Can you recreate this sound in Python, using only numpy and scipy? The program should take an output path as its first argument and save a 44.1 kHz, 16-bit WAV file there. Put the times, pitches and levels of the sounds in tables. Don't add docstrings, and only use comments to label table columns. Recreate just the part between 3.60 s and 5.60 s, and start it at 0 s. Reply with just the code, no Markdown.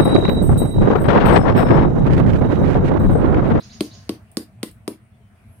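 import sys
import numpy as np
from scipy import signal
from scipy.io import wavfile
from scipy.ndimage import uniform_filter1d

SR = 44100
rng = np.random.default_rng(int(sys.argv[2]) if len(sys.argv) > 2 else 0)


def store_wav(level_fs):
    pcm = np.round(np.clip(np.atleast_2d(level_fs), -1, 1) * 32767)
    wavfile.write(sys.argv[1], SR, pcm.T.astype(np.int16))


N = 2 * SR


def amp(db):
    return 10 ** (np.asarray(db) / 20)


def unit_rms(x):
    return x / np.sqrt(np.mean(x ** 2) + 1e-20)


def unit_energy(x):
    return x / np.linalg.norm(x, axis=-1, keepdims=True)


def read(points, hz):
    f, value = np.transpose(points)
    return np.interp(np.log(hz + 1), np.log(f + 1), value)


def pan(left_db):
    return amp(np.array([[left_db / 2], [-left_db / 2]]))


def add(mix, start_s, sound):
    at = round(start_s * SR)
    sound = sound[..., max(-at, 0):]
    part = mix[:, max(at, 0):][:, :sound.shape[-1]]
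    part += sound[..., :part.shape[1]]


def convolve(x, response):
    return signal.fftconvolve(np.atleast_2d(x), np.atleast_2d(response), axes=1)[:, :N]


def colour(x, db_of, size=2048):
    log_gain = np.log(amp(db_of(abs(np.fft.fftfreq(size, 1 / SR)))))
    spectrum = np.exp(np.conj(signal.hilbert(log_gain)))
    return convolve(x, np.fft.ifft(spectrum).real[:size // 2])


def low_cut(x, hz):
    return signal.sosfilt(signal.butter(2, hz, "high", fs=SR, output="sos"), x)


def mode(hz, t60, rise_s):
    t = np.arange(SR // 2) / SR
    return np.sin(2 * np.pi * hz * t) * amp(-60 * t / t60) * (1 - np.exp(-t / rise_s))


# f/Hz, coherence/0-1
COHERENCE = [(60, 1), (290, 0.85), (640, 0.57), (1400, 0.0036), (15000, 0)]

def diffuse_noise(length, db_of, size=512):
    frames = dict(fs=SR, nperseg=size, noverlap=size - size // 4)
    hz, t, bins = signal.stft(rng.standard_normal((2, length)), **frames)
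    coherence = read(COHERENCE, hz)[:, None]
    bins[1] = coherence * bins[0] + np.sqrt(1 - coherence ** 2) * bins[1]
    return signal.istft(bins * amp(db_of(hz[:, None], t)), **frames)[1][:, :length]


def burst(decay_s, size=2048):
    t = np.arange(size) / SR
    envelope = np.exp(-t / decay_s) * (1 - np.exp(-10 * t / decay_s))
    return unit_energy(diffuse_noise(size, lambda hz, t: 0) * envelope)


# f/Hz, relative level/dB
AIR_SPECTRUM = [(20, -45.5), (35, -10.5), (50, -12.5), (75, -3.5), (100, 3.5), (160, -13.5), (210, -2),
                (270, -25), (400, -26), (560, -29), (670, -20), (820, -31.5), (1400, -32), (2400, -34),
                (3500, -45.5), (5500, -51), (7500, -51.5), (9000, -42), (12000, -53.5), (16000, -51.5)]
# t/s, relative level/dB
RUMBLE_DRIFT = [(0, 0.5), (.42, 5), (.6, -0.5), (.75, -1.5), (1.0, 0), (1.2, -3.5), (1.45, -2),
                (1.75, -1.5), (2, -0.5)]
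# t/s, relative level/dB
HISS_DRIFT = [(0, 7.5), (.45, 6.5), (.7, 3), (1.1, 1.5), (1.4, 0.5), (1.65, 0.5), (1.85, 3.5), (2, 3)]

def outdoor_air(level_db=-47, split_hz=400, patch_db=2):
    def field_db(hz, t):
        low_share = 1 / (1 + (hz / split_hz) ** 2)
        rumble = low_share * np.interp(t, *np.transpose(RUMBLE_DRIFT))
        hiss = (1 - low_share) * np.interp(t, *np.transpose(HISS_DRIFT))
        patches = uniform_filter1d(rng.standard_normal((len(hz), len(t))), size=30, axis=0)
        patches = unit_rms(uniform_filter1d(patches, size=6, axis=1))
        return read(AIR_SPECTRUM, hz) + rumble + hiss + patch_db * patches
    return amp(level_db) * pan(0.66) * unit_rms(diffuse_noise(N, field_db, size=2048))


def insect(level_db=-64.5, start_s=1.85, rise_s=0.08, centre_hz=11040, half_width_hz=510):
    buzz = diffuse_noise(N, lambda hz, t: -20 * np.log10(1 + ((hz - centre_hz) / half_width_hz) ** 2))
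    fade_in = np.clip((np.arange(N) / SR - start_s) / rise_s, 0, 1)
    return amp(level_db) * unit_rms(buzz) * fade_in


# t/s, f/Hz, sag/(Hz per s), level/dB, pitch waver/fraction, length/s
WHISTLE_TONES = [(0.22, 1065, 50, -64, .003, .26), (1.52, 3480, 1000, -74, .03, .06),
                 (1.60, 3120, 900, -75, .03, .14)]

def far_whistles():
    out = np.zeros((2, N))
    for start_s, hz, sag, db, waver_depth, length_s in WHISTLE_TONES:
        t = np.arange(0, length_s, 1 / SR)
        waver = unit_rms(uniform_filter1d(rng.standard_normal(SR), size=80))[:len(t)]
        pitch_hz = (hz - sag * t) * (1 + waver_depth * waver)
        swell = np.sqrt(abs(np.sin(np.pi * t / length_s)))
        add(out, start_s, amp(db) * swell * np.sin(2 * np.pi * np.cumsum(pitch_hz) / SR))
    return out


# t/s, relative level/dB
BIRD_CALLS = [(-0.005, -48.5), (0.095, -47.5), (0.197, -47), (0.305, -49)]
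# f/Hz, relative level/dB
RASP_SPECTRUM = [(1500, -24), (3000, -5.5), (4000, -10.5), (4650, -2.5), (5600, -1.5), (6300, -5.5),
                 (6650, 5), (6900, -22.5), (7200, -50)]

def bird(from_hz=3450, to_hz=4794, sweep_s=0.04, rasp_at_s=0.026, rasp_s=0.049, tail_t60=0.47):
    calls = np.zeros((2, N))
    sweep_progress = np.linspace(0, 1, int(sweep_s * SR))
    sweep_swell = np.sqrt(sweep_progress * (1 - sweep_progress))
    glide_hz = from_hz + (to_hz - from_hz) * np.sin(np.pi / 2 * sweep_progress)
    rasp_progress = np.linspace(0, 1, int(rasp_s * SR))
    rasp_swell = unit_rms(np.sqrt(rasp_progress) * (1 - rasp_progress))
    for start_s, db in BIRD_CALLS:
        jitter, breath = rng.standard_normal((2, SR // 2))
        jitter = unit_rms(uniform_filter1d(jitter, size=24))[:len(glide_hz)]
        pitch_hz = glide_hz * (1 + 0.083 * jitter)
        chirp = unit_rms(np.sin(2 * np.pi * np.cumsum(pitch_hz) / SR) * sweep_swell)
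        rasp = unit_rms(colour(breath, lambda hz: read(RASP_SPECTRUM, hz)))[:, :len(rasp_swell)]
        add(calls, start_s, amp(db) * chirp)
        add(calls, start_s + rasp_at_s, amp(db) * rasp * rasp_swell)
    tail = unit_energy(diffuse_noise(SR, lambda hz, t: -60 * t / tail_t60))
    return pan(-3.5) * (amp(-6.5) * calls + amp(-2) * convolve(calls, tail))


# f/Hz, t60/s
YARD_DECAY = [(200, 0.29), (530, 0.2246), (1400, 0.39), (3700, 0.43), (9700, 0.26), (15000, 0.33)]
# f/Hz, gain/dB
YARD_SPECTRUM = [(100, -12), (400, -5), (1400, -7.5), (4000, -7.5), (7200, -3), (8600, -5.5), (11000, 1.5),
                 (15000, 2)]

def yard(x, build_s=0.00096, hold_s=0.06, drop_db_per_s=220):
    def decay_db(hz, t):
        return -60 * t / read(YARD_DECAY, hz) - drop_db_per_s * np.maximum(t - hold_s, 0)
    build_up = 1 - np.exp(-np.arange(SR // 2) / SR / build_s)
    tail = unit_energy(diffuse_noise(SR // 2, decay_db, size=256) * build_up)
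    return colour(convolve(x, tail), lambda hz: read(YARD_SPECTRUM, hz))


# t/s, relative level/dB, left over right/dB
GRIT_TICKS = [(0.715, -20, 0), (1.1120, -18.5, 0)]
# f/Hz, gain/dB
TICK_SPECTRUM = [(300, -3), (2700, -23.5), (6500, -19.5), (8800, 7), (11000, -7), (15000, -11)]
# t/s, level/dB, f/Hz, t60/s
POT_BUMPS = [(0.954, -39, 115.6, 0.8), (1.601, -41.5, 417, 0.048), (1.893, -34, 98, 0.17)]

def handling(tick_decay_s=0.0034, yard_db=-2):
    out = np.zeros((2, N))
    for start_s, db, left_db in GRIT_TICKS:
        tick = amp(db) * pan(left_db) * colour(burst(tick_decay_s), lambda hz: read(TICK_SPECTRUM, hz))
        add(out, start_s, tick)
        add(out, start_s, amp(yard_db) * yard(tick))
    for start_s, db, hz, t60 in POT_BUMPS:
        add(out, start_s, amp(db) * mode(hz, t60, rise_s=0.012))
    return out


def slap(right_lag_s=0.00006, contact_cutoff_hz=4810):
    squash = amp(1) * burst(decay_s=0.0015)
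    scatter = amp(-5) * burst(decay_s=0.0069)
    arrival_samples = 10 + np.array([[0], [right_lag_s * SR]])
    impulse = np.sinc(np.arange(squash.shape[1]) - arrival_samples)
    contact = amp(2.5) * signal.lfilter(*signal.butter(1, contact_cutoff_hz, fs=SR), impulse)
    return squash + scatter - contact


# f/Hz, gain/dB
SLAP_SPECTRUM = [(60, -21), (200, -1), (500, 13), (750, -0.5), (950, 3.5), (1300, 2.5), (2300, -1),
                 (4500, -1), (6200, -5), (7500, -9), (8400, 3.5), (9500, 0.5), (11000, -4.5), (15000, -13),
                 (16500, -33)]

def slap_colour(crack, bright_hz, lift_db, treble_db, mid_db):
    def hump(hz, centre_hz, octaves):
        return np.exp(-(np.log2((hz + 1) / centre_hz) / octaves) ** 2)

    def gain_db(hz):
        lift = lift_db * hump(hz, bright_hz, octaves=0.62)
        mid = mid_db * hump(hz, centre_hz=1250, octaves=1)
        treble = treble_db * (1 + np.tanh((hz - 6900) / 900)) / 2
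        return read(SLAP_SPECTRUM, hz) + lift + mid + treble
    return colour(crack, gain_db)


def knock(wood_db, wood_hz, clay_db):
    wood = amp(wood_db) * mode(wood_hz, t60=0.08, rise_s=0.00084)
    clay = amp(clay_db) * mode(hz=589, t60=0.025, rise_s=0.00079)
    return wood + clay


# f/Hz, relative level/dB, t60/s
POT_MODES = [(178, -36, 0.07), (216.9, -9.5, 0.097), (246.5, -15, 0.15), (296.3, -18, 0.15),
             (322.8, -17.5, 0.2), (379.3, -24, 0.12), (452.7, -21, 0.12), (586.4, -27.5, 0.03),
             (732, -36, 0.031)]

def thump(push_hz):
    push = amp(12) * mode(push_hz, t60=0.017, rise_s=0.0034)
    ring = sum(amp(db) * mode(hz, t60, rise_s=0.0016) for hz, db, t60 in POT_MODES)
    return low_cut(push + ring, hz=190)


# delay/s, gain/dB
WALL_ECHOES = [(.0100, -29), (0.0266, -18)]
# t/s, thump/dB, thump f/Hz, slap/dB,
# slap's bright band f/Hz, lift there/dB, slap's treble/dB, slap's left over right/dB,
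# slap into the yard/dB, wood knock/dB, wood f/Hz, clay's upper mode/dB, slap's midrange/dB
PADDLE_BLOWS = [(-0.070, -7, 307, 2, 3370, -5.5, -2.5, -1, -4, -46, 1100, -55, -3),
                (0.2073, -7.5, 317, -2.5, 3200, 9, 1.5, -0.5, -2, -39, 1165, -15, -2.5),
                (0.4930, -10.5, 308, -2.5, 4100, 4, -4, -2.5, -3.5, -34, 1110, -20, -3.5),
                (0.7699, -12.5, 280, -5, 5600, 10.5, 2.5, -7, -1, -37, 1114, -30.5, 0),
                (1.0305, -16, 269, -1, 3900, 2.5, 0, 0.5, -3, -37, 1025, -24.5, 1),
                (1.2780, -11.5, 367, -5, 2000, -4, 3, 3, -4, -38, 981, -18.5, 3.5)]

def paddle(thump_lag_s=0.0018, body_left_db=1.5, body_yard_db=-6.5, yard_lift_share=0.32):
    out = np.zeros((2, N))
    for (start_s, thump_db, thump_hz, slap_db, bright_hz, lift_db, treble_db, slap_left_db,
         slap_yard_db, wood_db, wood_hz, clay_db, mid_db) in PADDLE_BLOWS:
        crack = amp(slap_db) * slap()
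        direct_slap = slap_colour(crack, bright_hz, lift_db, treble_db, mid_db)
        yard_slap = slap_colour(crack, bright_hz, yard_lift_share * lift_db, treble_db, mid_db)
        add(out, start_s, pan(slap_left_db) * direct_slap)
        add(out, start_s, amp(slap_yard_db) * yard(yard_slap))
        direct_knock = pan(body_left_db) * knock(wood_db, wood_hz, clay_db)
        direct_thump = pan(body_left_db) * amp(thump_db) * thump(thump_hz)
        thump_s = start_s + thump_lag_s
        add(out, start_s, direct_knock)
        add(out, thump_s, direct_thump)
        add(out, thump_s, amp(body_yard_db) * yard(direct_thump + direct_knock))
        for delay_s, db in WALL_ECHOES:
            add(out, thump_s + delay_s, amp(db) * direct_thump)
    return out


def scene():
    return paddle() + handling() + bird() + far_whistles() + insect() + outdoor_air()


def record(dry, low_cut_hz=36, band_limit_hz=16000):
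    low_pass = signal.firwin(255, band_limit_hz, window=("kaiser", 9), fs=SR)
    return signal.oaconvolve(low_cut(dry, low_cut_hz), low_pass[None], "same")


dry = scene()
out = record(dry)
store_wav(out)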